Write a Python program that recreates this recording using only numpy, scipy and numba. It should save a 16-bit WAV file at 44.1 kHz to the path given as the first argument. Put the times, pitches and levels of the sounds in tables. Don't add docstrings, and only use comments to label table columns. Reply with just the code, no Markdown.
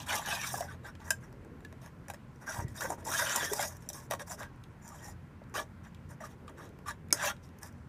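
import sys
import numpy as np
from scipy import signal
from scipy.fft import rfft, irfft
from scipy.io import wavfile
from scipy.ndimage import uniform_filter1d
from numba import njit

SR = 44100
rng = np.random.default_rng(int(sys.argv[2]) if len(sys.argv) > 2 else 0)


def natural_amplitude(level_db):
    exponent = np.asarray(level_db, float) / 20
    return 10 ** exponent


def store_wav(level_fs):
    pcm = np.round(np.clip(np.atleast_2d(level_fs), -1, 1) * 32767)
    wavfile.write(sys.argv[1], SR, pcm.T.astype(np.int16))


N = 347508


def level(x, db):
    return x * natural_amplitude(db) / np.sqrt(np.mean(x ** 2))


def walks(count, rate, hop):
    k = max(int(SR / rate / hop), 1)
    w = rng.standard_normal((count, N // hop + 1))
    w = uniform_filter1d(uniform_filter1d(w, k, axis=1), k, axis=1)
    return w / w.std()


def filtered_noise(gain):
    return irfft(rfft(rng.standard_normal(N)) * gain, N)


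def grit(rate, spread_db, smooth):
    size_db = np.minimum(spread_db * rng.exponential(size=N), 10)
    clicks = (rng.random(N) < rate / SR) * natural_amplitude(size_db) * rng.standard_normal(N)
    return level(level(clicks, 0) + smooth * rng.standard_normal(N), 0)


def thuds(table, db, push_s, upper, upper_db):
    out, u = np.zeros(N), np.arange(8192) / SR
    for s, peak_db, hz, t60 in table:
        tone = np.sin(2 * np.pi * hz * u) + natural_amplitude(upper_db) * np.sin(2 * np.pi * upper * hz * u)
        decay = natural_amplitude(db + peak_db - 60 * u / max(t60, .005))
        i = int(s * SR)
        out[i:i + len(u)] += decay * (1 - np.exp(-u / push_s)) * tone
    return out


# [f/Hz, level/dB per Hz]
MURMUR_TILT = [(15, -31.5), (25, -6.5), (153, -4), (236, -8), (285, -13.5), (373, -18.5), (659, -25),
               (1070, -22), (1230, -28), (1330, -23.5), (2220, -31.5), (3620, -42.5), (14000, -52.5),
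               (16000, -55.5)]
# [f/Hz, width/Hz, level/dB]
MOTOR_HUM = [(86.9, 6.5, -58.5), (126.1, 7.1, -60.5)]


def outdoors():
    f = np.fft.rfftfreq(N, 1 / SR) + 1
    hz, db = np.transpose(MURMUR_TILT)
    tilt = natural_amplitude(np.interp(np.log(f), np.log(hz), db))
    t, swell, murmur = np.arange(N) / 256, walks(1, .6, hop=256)[0], np.zeros(N)
    for centre in np.arange(4.5, 14.5, .5):
        band = filtered_noise(tilt * np.sqrt(np.clip(1 - abs(np.log2(f) - centre) * 2, 0, 1)))
        wander_db = 0.34 * swell + 1.1 * walks(1, 11, hop=256)[0]
        murmur += band * natural_amplitude(np.interp(t, np.arange(len(swell)), wander_db))
    hum = np.zeros(N)
    for hz, width_hz, db in MOTOR_HUM:
        hum += level(filtered_noise(1 / (1 + ((f - hz) / (width_hz / 2)) ** 2)), db)
    return level(murmur, -52) + hum


# [nearest t/s, level/dB, half-loudness time/s]
PASSING_TRAFFIC = [
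    (.8, -54, 0.18),
    (1.502, -47.5, 0.15),
    (3.3, -55, 1),
    (5.05, -64, 0.1),
    (6.58, -46.5, 0.19),
    (7.6, -59.5, 0.75),
]
# [t/s, level/dB]
BASE_JOLTS = [(.55, -46), (2.622, -40.5), (2.84, -43), (2.91, -37), (3.07, -37.5), (3.43, -39.5),
              (3.53, -43), (3.92, -48), (4.11, -44), (4.39, -46), (5.56, -36.5), (7.13, -46)]


def groan():
    t = np.arange(N) / SR
    rise_db_s, fall_db_s = 492.5, 222
    jolts = sum(natural_amplitude(db - np.maximum(rise_db_s * (s - t), fall_db_s * (t - s))) for s, db in BASE_JOLTS)
    swells = sum(natural_amplitude(db) / (1 + ((t - s) / half) ** 2) for s, db, half in PASSING_TRAFFIC)
    rub = signal.sosfilt(signal.butter(3, [250, 530], "band", fs=SR, output="sos"), grit(600, 1.5, 0.82))
    return level(rub, -10.0) * (jolts + swells)


# [t/s, peak level/dB, ring f/Hz, t60/s]
BUMP_EVENTS = [
    (2.5915, -27, 100, 0.05),
    (2.624, -29, 96, 0.029),
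    (2.6492, -27, 125, 0.06),
    (2.691, -37.5, 80.5, 0.06),
    (2.719, -35, 96, 0.059),
]


def phone_bumps():
    boom = thuds(BUMP_EVENTS, 2.5, push_s=0.0011, upper=3.04, upper_db=-18)
    return np.roll(boom, -150)


# [t/s, peak level/dB, ring f/Hz,
# t60/s]
TOY_KNOCKS = [(0.541, -14, 765, 0.019), (0.607, -17, 680, 0.034), (.541, -20, 1130, .015),
              (2.592, -22, 930, 0.022), (2.846, -24.5, 530, 0.061), (2.902, -16.5, 760, 0.026),
              (2.919, -24.5, 923, 0.042), (2.927, -23, 715, .02), (3.424, -34, 545, 0.059),
              (3.516, -22, 415, 0.085), (3.594, -11, 763, 0.019), (4.1105, -20, 600, 0.045),
              (4.117, -23, 1020, .02), (4.136, -26.5, 556, 0.039), (4.1362, -18, 1100, 0.018),
              (5.418, -29.5, 625, 0.015), (7.126, -23.5, 334, 0.04), (2.0992, -28, 800, .025),
              (2.0828, -37, 570, .025), (2.1362, -35, 600, .035), (7.1268, -19, 1400, .022)]


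def toy_knocks():
    return thuds(TOY_KNOCKS, -4, push_s=0.0015, upper=1.3, upper_db=-13.0)


# [t/s, peak level/dB, ring f/Hz, t60/s]
CLEAN_TAPS = [(1.1056, -17, 1596, .072), (1.1056, -30, 1624, .17), (1.1056, -35, 3052, .07),
              (1.1056, -40, 8520, .1), (1.648, -35, 1710, .05), (2.477, -27, 1595, .09),
              (.432, -30, 2250, .04), (6.479, -33, 1200, .03), (6.86, -33, 1150, .05),
              (6.883, -25, 1175, .05), (7.262, -26, 600, .06), (3.594, -27, 3300, .015),
              (3.594, -27, 2100, .015), (1.1052, -27, 2540, .035), (4.11, -25, 1900, .035),
              (4.99, -44, 3150, .018)]


def clinks():
    return thuds(CLEAN_TAPS, -4, push_s=0.0014, upper=1.8, upper_db=-48)


# [start t/s, length/s, level/dB, f/Hz]
LOW_SONGS = [(0.076, 0.042, -45, 1035), (0.122, 0.079, -44, 1154), (0.13, 0.038, -39, 830),
             (0.184, 0.019, -49.5, 700), (0.196, 0.029, -51, 840), (0.269, 0.046, -42, 833),
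             (0.272, 0.069, -50, 1225), (0.304, 0.063, -43.5, 683), (0.572, 0.028, -47, 1015),
             (0.704, 0.022, -55.5, 1160), (1.045, 0.062, -56, 930), (2.476, 0.017, -53, 1120),
             (2.56, 0.031, -47.5, 960), (2.798, 0.03, -49, 890), (2.976, 0.023, -56, 880),
             (3.06, 0.03, -39.5, 900), (3.183, 0.035, -40, 964), (3.201, 0.083, -49, 560),
             (3.319, 0.15, -48, 690), (3.348, 0.045, -37, 954), (3.643, 0.03, -57, 610),
             (3.94, 0.058, -54.5, 1080), (4.196, 0.036, -52, 580), (4.297, 0.031, -51.5, 700),
             (4.404, 0.019, -49, 625), (5.543, 0.028, -43.5, 1088), (5.572, 0.022, -40.5, 660),
             (5.582, 0.038, -42.5, 1150), (6.239, 0.02, -45.5, 1240), (6.595, 0.028, -54, 1200)]
# [start t/s, length/s, level/dB, f/Hz]
MID_SONGS = [(0.098, 0.042, -39.5, 1490), (0.12, 0.042, -40, 1680), (0.246, 0.032, -44, 1700),
             (0.309, 0.04, -37.5, 1598), (0.373, 0.039, -46, 1804), (0.433, 0.02, -44.5, 1350),
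             (0.491, 0.03, -55, 1830), (0.543, 0.028, -44, 1690), (0.581, 0.041, -54, 1680),
             (0.675, 0.03, -49.5, 1540), (0.846, 0.02, -48.5, 1585), (0.884, 0.022, -53.5, 1490),
             (2.102, 0.006, -53, 1576), (2.5, 0.025, -44.5, 1430), (2.806, 0.022, -42, 1517),
             (2.838, 0.024, -43.5, 1550), (3.131, 0.023, -41, 1440), (3.137, 0.027, -35.5, 1657),
             (3.19, 0.047, -37, 1535), (3.257, 0.026, -38, 1560), (3.293, 0.076, -44, 1380),
             (3.304, 0.025, -39, 1650), (3.36, 0.052, -43, 1930), (3.402, 0.029, -39.5, 1703),
             (3.418, 0.036, -45.5, 1930), (3.45, 0.037, -43.5, 1790), (3.488, 0.035, -46.5, 1600),
             (3.522, 0.021, -47, 1930), (3.582, 0.045, -45.5, 1450), (3.618, 0.024, -40.5, 1630),
             (4.298, 0.03, -55, 1940), (4.421, 0.026, -49, 1610), (5.554, 0.021, -44, 1460),
             (5.571, 0.033, -40, 1710), (7.206, 0.032, -40, 1537), (7.228, 0.063, -41, 1670),
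             (7.244, 0.03, -44, 1870), (7.289, 0.032, -43, 1406)]
# [start t/s, length/s, level/dB, f/Hz]
WALL_SONGS = [(0.08, 0.026, -51, 3320), (0.089, 0.028, -43, 3000), (0.094, 0.028, -41, 2360),
              (0.122, 0.03, -40, 2090), (0.277, 0.03, -44.5, 3030), (0.303, 0.032, -42, 2570),
              (0.311, 0.024, -48, 3520), (0.335, 0.032, -54, 3940), (0.349, 0.021, -46, 2500),
              (0.392, 0.026, -46, 2460), (0.411, 0.026, -55, 2780), (0.429, 0.022, -54, 3700),
              (0.462, 0.022, -56, 2500), (0.461, 0.03, -52, 3850), (3.143, 0.054, -46, 3110),
              (3.159, 0.081, -44.5, 3660), (3.253, 0.056, -47, 2970), (3.306, 0.021, -46, 3050),
              (3.348, 0.022, -50, 3040), (3.402, 0.02, -44, 3470), (3.42, 0.03, -53, 3100),
              (3.448, 0.021, -49, 3290), (3.497, 0.012, -52, 3400), (3.525, 0.015, -54, 3670),
              (3.596, 0.021, -46, 2070), (3.624, 0.026, -50, 2260), (7.11, 0.006, -53, 2250),
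              (5.555, 0.02, -54, 2520), (5.568, 0.025, -46.5, 3060), (5.581, 0.026, -51, 2350),
              (6.883, 0.028, -55, 3980), (7.2, 0.058, -48, 2070), (7.238, 0.028, -44.5, 2315),
              (7.272, 0.021, -40, 2690)]
# [start t/s, length/s, level/dB, f/Hz]
THIN_SONGS = [(2.6, .11, -60, 1930), (4.86, .13, -64, 7100), (4.99, .14, -61.5, 7100),
              (5.0, .13, -58, 1880), (4.91, .04, -55, 1200), (2.1, .03, -56, 560), (4.815, .06, -64, 7100),
              (2.775, 0.026, -55, 3700), (4.435, .05, -56, 1600), (7.27, .03, -42.5, 850),
              (3.11, 0.028, -41, 1380), (.425, .025, -43.5, 2300)]


def sings():
    out, u = np.zeros(N), np.arange(8192) / SR
    t60_s, stretch, lead_s = 0.061, 1.08, .005
    for table in (LOW_SONGS, MID_SONGS, WALL_SONGS, THIN_SONGS):
        for s, length, db, hz in table:
            noise = rng.standard_normal(len(u))
            force = noise * abs(noise) * np.sin(np.pi * np.clip(u / (length * stretch), 0, 1))
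            pole = np.exp(2j * np.pi * hz / SR - np.log(1000) / (t60_s * SR))
            swing = signal.lfilter([1], [1, -pole], force).imag
            loudest = np.sqrt(uniform_filter1d(swing ** 2, 800).max())
            i = int((s - lead_s) * SR)
            out[i:i + len(u)] += natural_amplitude(db) * swing / loudest
    return out


# [start t/s, length/s, rim level/dB, body minus rim level/dB, freest body ring f/Hz]
FREE_SLIDES = [(-.06, 0.12, -46.5, 2, 785), (.055, 0.17, -37.5, 2.5, 850), (.17, 0.14, -49.5, 7, 1110),
               (.245, 0.13, -41.5, 2, 1640), (.29, 0.12, -40, 1, 790), (.38, 0.15, -39, -2, 1390),
               (.67, 0.095, -58.5, 10, 1360), (.83, 0.084, -56, 9.5, 1500), (.99, 0.061, -65, 12, 1210),
               (4.188, 0.045, -48.5, 6, 730), (5.538, 0.077, -41.5, 4.5, 1150), (5.57, 0.07, -49, 8.5, 734),
               (5.83, 0.061, -63.5, 11, 810), (6.27, 0.088, -64.5, 6, 880), (6.47, 0.045, -64, 11, 1180),
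               (6.56, .13, -59.5, 8.5, 1200), (6.855, 0.076, -48.5, 7.5, 1260),
               (7.135, 0.085, -51, 12, 1300), (7.175, 0.12, -41, 6, 1360), (7.22, 0.077, -35, 0, 600),
               (7.255, 0.071, -39.5, 5, 1380)]
# [start t/s, length/s, rim level/dB, body minus rim level/dB, freest body ring f/Hz]
BRUSHED_SLIDES = [(1.8, 0.1, -59.5, 5, 1105), (2.4, 0.071, -62.5, 10, 1410), (2.459, 0.11, -45, 4.5, 1370),
                  (2.8, 0.099, -43.5, 5, 1080), (2.97, 0.079, -60.5, 8, 890), (3.1, 0.13, -35, -1.3, 1490),
                  (3.17, 0.1, -36, 3.5, 1490), (3.23, 0.16, -35, 1, 1390), (3.33, 0.1, -33.5, -0.5, 1216),
                  (3.389, 0.12, -38.5, -2, 1620), (3.589, 0.08, -36.5, -1.5, 1030),
                  (3.78, 0.14, -66.5, 2, 740), (4.098, 0.068, -45, 6, 780), (4.37, 0.1, -51.5, 5.5, 1210),
                  (4.9, 0.23, -61, 5, 980), (6.2, 0.054, -58.5, 16.5, 630), (6.225, 0.058, -54, 6, 1140),
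                  (7.42, 0.066, -64, -8, 830)]
# [start t/s, length/s, rim level/dB, body minus rim level/dB, freest body ring f/Hz]
PRESSED_SLIDES = [(.49, 0.145, -39.5, -4.5, 800), (.56, 0.045, -52, -3, 1010), (.6, 0.082, -50.5, 9.5, 750),
                  (1.04, 0.1, -53, 6, 1290), (1.2, 0.087, -64, 8, 930), (2.081, 0.042, -53, 3, 800),
                  (2.134, 0.022, -57, 5, 754), (2.52, 0.13, -46, 6, 791), (2.68, 0.068, -63, 1, 800),
                  (2.74, 0.12, -48, 1, 1140), (2.88, 0.082, -44.5, 3, 710), (3.04, 0.19, -37.5, -3, 930),
                  (3.48, 0.25, -38, -2.5, 764), (3.67, 0.12, -54, 4, 980),
                  (3.925, 0.075, -45.5, -6.5, 1050), (3.96, 0.12, -55, -3, 1040),
                  (4.261, 0.054, -52.5, -2, 780), (4.285, 0.076, -42, -4, 790), (4.81, 0.21, -60, 6, 864),
                  (5.02, 0.125, -53.5, 3, 840), (6.085, 0.067, -59.5, 8, 725),
                  (7.61, 0.095, -53.5, 3, 1090)]


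def strokes():
    power, focus, weight = np.zeros((3, N)), np.zeros(N), np.zeros(N)
    t = np.arange(N) / SR
    for table, wall_db, lean in ((FREE_SLIDES, -2.5, 0.88), (BRUSHED_SLIDES, -7.5, 0.77),
                                 (PRESSED_SLIDES, -16, 0.72)):
        for s, length, rim_db, body_db, hz in table:
            span = slice(max(int(s * SR), 0), int((s + length) * SR))
            speed = abs(np.sin(np.pi * np.clip((t[span] - s) / length, 0, 1) ** lean))
            part_gain = natural_amplitude(rim_db + np.array([[0], [body_db], [wall_db]]))
            push = (part_gain * speed ** 1.11) ** 2
            power[:, span] += push
            strength = (1e5 * push[1]) ** 4
            focus[span] += hz * strength
            weight[span] += strength
    judder_db = 0.84 * walks(1, 120, hop=32) + 2.05 * walks(3, 90, hop=32)
    judder = np.repeat(natural_amplitude(judder_db), 32, axis=1)[:, :N]
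    grains = np.array([grit(3000, 2.6, .75) for part in power])
    focus_hz = (focus + 1e-27) / (weight + 1e-30)
    return np.sqrt(power) * judder * grains, focus_hz[::256]


# [t/s, rim peak level/dB, body minus rim level/dB, rattle t60/s]
TEETH = [(1.1047, -11.5, -12, 0.034), (2.0823, -33, 3, .012), (2.1361, -33, 5, 0.012),
         (2.9027, -24.5, 10, 0.016), (3.0493, -31, -10, .03), (3.359, -10.5, -20, 0.028),
         (3.533, -10, -5.5, 0.014), (3.767, -33.5, -15, 0.0098), (3.8882, -22, -19, 0.034),
         (3.931, -27, -15, .015), (4.8776, -33, -13, 0.015), (4.8886, -35, -11, .013),
         (5.0424, -34.5, -9, 0.015), (5.0835, -36, -6, .011), (5.4956, -51, -4, .011),
         (5.54, -36, 10, 0.016), (6.8822, -45.5, 15, .011), (7.1259, 1, -11, 0.01),
         (7.5863, -41, -13, 0.01), (7.63, -23, -14, 0.012), (7.7246, -46, -5, .011)]
# [t/s, rim peak level/dB, body minus rim level/dB, rattle t60/s]
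STONE_EDGES = [(0.259, -28, -12, 0.047), (1.3258, -46.5, 6, 0.011), (1.7253, -44, 11, 0.012),
               (2.681, -41, -3, 0.037), (2.807, -23.5, -1, 0.033), (3.8216, -43.5, -8, 0.026),
               (4.1094, -19, 10.5, 0.013), (4.1355, -24, 12, 0.015), (6.788, -41, 7.5, 0.005),
               (7.489, -46, -7, 0.0084), (7.7794, -58, 2, 0.013)]
# [t/s, rim peak level/dB,
# body minus rim level/dB, rattle t60/s]
FURTHER_TICKS = [(1.447, -50, 12, .011), (1.605, -51, 8, .012), (2.1425, -36, 5, .015), (1.86, -38.5, 9, 0.013),
                 (2.0992, -29.5, 6, 0.028), (4.56, -57, -9, .012), (1.1048, -17, -4, 0.04),
                 (5.061, -38, -10, .015), (6.495, -46, 1.5, .011), (6.69, -46, -8, .011), (2.358, -49, -9, .012),
                 (3.6265, -20, -8, .02), (2.598, -40, 6, .01), (3.4549, -26, 0, .015), (3.429, -27, 4, .008),
                 (3.9, -26.5, 2, .008), (3.517, -36, 2, .008), (3.5926, -26, 9, 0.013), (.606, -27, -4, .025),
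                 (5.552, -35, 14, .015), (4.408, -40, 6, .01), (4.431, -32, 7, 0.011), (4.32, -48, 2, .01),
                 (4, -46, 2, .01), (4.12, -26, 10, .012), (4.1495, -36, 10, .015)]
# [t/s, rim peak level/dB, body minus rim level/dB, rattle t60/s]
KIBBLE = [(0.9514, -46.5, 9, 0.013), (1.002, -49, 3, 0.0099), (1.6477, -41, 2, 0.02),
          (4.1942, -35.5, 5.5, 0.013), (4.637, -44, -16, 0.013), (5.438, -57, -1.5, 0.013),
          (5.946, -46, -12, 0.0096), (6.479, -43, 7, 0.0087), (7.0847, -48, 0, 0.01),
          (7.106, -36.5, 1, 0.0063), (7.3644, -48, 5, 0.0094)]


def contacts():
    ticks, u = np.zeros((3, N)), np.arange(2048) / SR
    hits = []
    for table, wall_db in ((TEETH, -20.5), (STONE_EDGES, -5), (KIBBLE, 5.5)):
        hits += [(*row, wall_db) for row in table]
    hits.sort()
    noises = rng.standard_normal((len(hits), len(u)))
    hits += [(*row, -5) for row in FURTHER_TICKS]
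    noises = np.concatenate([noises, noises[:, ::-1]])
    for (s, rim_db, body_db, t60, wall_db), noise in zip(hits, noises):
        rattle = noise * (natural_amplitude(-60 * u / max(t60, .002)) + natural_amplitude(-3 - 60 * u / .003))
        part_gain = natural_amplitude(-7.5 + rim_db + np.array([[0], [body_db], [wall_db]]))
        i = int((s + 0.00064) * SR)
        ticks[:, i:i + len(u)] += part_gain * rattle
    return ticks


@njit
def ring(force, poles, share):
    out = np.zeros(len(force))
    for m in range(len(poles)):
        z = 0j
        for i in range(len(force)):
            z = z * poles[m] + (force[i] + 1e-18) * share[m, i >> 8]
            out[i] += z.imag
    return out


def metal(slide, ticks, modes, crowd, count, shift_db, shift_rate, focus_hz=None):
    lo, hi, crowd_db, slope_db = crowd
    extra = lo + (hi - lo) * (np.arange(count) + rng.random(count)) / count
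    main = np.array(modes, float).T
    hz = np.append(main[0], extra)
    db = np.append(main[1], crowd_db + slope_db * np.log2(extra / lo))
    t60 = np.clip(np.append(main[2], .012 + 26 / extra), .004, .11)
    poles = np.exp(2j * np.pi * hz / SR - np.log(1000) / (t60 * SR))
    share = natural_amplitude(db[:, None] + shift_db * walks(len(hz), shift_rate, hop=256))
    if focus_hz is not None:
        octaves = abs(np.log2(hz[:, None] / focus_hz))
        share *= natural_amplitude(-5.5 * np.minimum(octaves, 1.5) + 5 * np.exp(-(octaves / .15) ** 2))
    share *= np.sqrt(2 * (1 - abs(poles[:, None]) ** 2) / np.sum(share ** 2, axis=0))
    share *= rng.choice([-1., 1.], (len(hz), 1))
    ring_db, rub_db, crack_db = -4, -7, -3.5
    sound = ring(slide + natural_amplitude(ring_db) * ticks, poles, share)
    sound += natural_amplitude(rub_db) * slide + natural_amplitude(crack_db) * ticks
    if focus_hz is not None:
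        low = signal.sosfiltfilt(signal.butter(4, 630, fs=SR, output="sos"), sound)
        sound -= (1 - natural_amplitude(-14)) * low * (np.arange(N) < .5 * SR)
    return signal.sosfilt(signal.butter(5, [lo * 0.96, hi * 1.17], "band", fs=SR, output="sos"), sound)


# [f/Hz, level/dB, t60/s]
BODY_MODES = [(577.5, 1, 0.14), (652, 6, 0.052), (800, 1, 0.019), (903, 0.5, 0.045), (1020, -12.5, 0.034),
              (1158, -6, 0.034), (1490, -5.5, 0.027), (1600, 9.5, 0.0063), (1678, 0.5, 0.032),
              (1730, -4.5, 0.027), (1870, -18, 0.13), (1950, -6.5, 0.12)]
# [lowest f/Hz, highest f/Hz, level/dB, slope/dB per octave]
BODY_LESSER = (500.5, 2152.5, -16, 4)


def body(slide, ticks, focus_hz):
    return metal(slide, ticks, BODY_MODES, BODY_LESSER, count=12, shift_db=4.0, shift_rate=30, focus_hz=focus_hz)


# [f/Hz, level/dB, t60/s]
WALL_MODES = [(2300, -2, 0.02), (2625, -4, 0.044), (3130, -7, 0.12), (3340, -11.5, 0.094),
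              (3567, 8, 0.0065)]
# [lowest f/Hz, highest f/Hz, level/dB, slope/dB per octave]
WALL_LESSER = (2309, 4604.5, -5.5, -1)


def wall(slide, ticks):
    return metal(slide, ticks, WALL_MODES, WALL_LESSER, count=24, shift_db=2.5, shift_rate=30)


# [f/Hz, level/dB, t60/s]
RIM_MODES = [(5350, -27.5, 0.03), (5430, -5.5, 0.02), (5795, 5.5, 0.012), (6300, -9.5, 0.015),
             (7083, 8.5, 0.0067), (8140, -4.5, 0.063), (10700, -28, 0.071)]
# [lowest f/Hz, highest f/Hz, level/dB, slope/dB per octave]
RIM_LESSER = (4852, 15504.5, -6, -2.5)


def rim(slide, ticks):
    soft = signal.butter(1, 7000, fs=SR, output="sos")
    slide, ticks = signal.sosfilt(soft, slide), signal.sosfilt(soft, ticks)
    return metal(slide, ticks, RIM_MODES, RIM_LESSER, count=110, shift_db=5.5, shift_rate=35)


def bowl():
    slide, focus_hz = strokes()
    ticks = contacts()
    bright = rim(slide[0], ticks[0])
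    low = natural_amplitude(-4.5) * body(slide[1], ticks[1], focus_hz)
    middle = natural_amplitude(-2) * wall(slide[2], ticks[2])
    return bright + low + middle


def patio(near, db, t60):
    u = np.arange(4096) / SR
    tail = rng.standard_normal(len(u)) * natural_amplitude(-60 * u / t60) * np.clip(u / 0.0053, 0, 1)
    return natural_amplitude(db) * signal.fftconvolve(near, tail / np.sqrt(np.sum(tail ** 2)))[:N]


def scene():
    near = bowl() + toy_knocks() + clinks()
    far = groan() + outdoors()
    near = near + sings()
    return (near + phone_bumps() + far + patio(near, -11.5, t60=0.11))[None]


def band_limit(x):
    return signal.sosfilt(signal.butter(12, 16490, fs=SR, output="sos"), x)


def record(dry):
    thin = signal.sosfilt(signal.butter(3, 45, "high", fs=SR, output="sos"), dry)
    thin = signal.sosfilt(signal.cheby2(10, 22, 15600, fs=SR, output="sos"), thin)
    return band_limit(np.tanh(1.246 * thin) / 1.141)


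dry = scene()
out = record(dry)
store_wav(out)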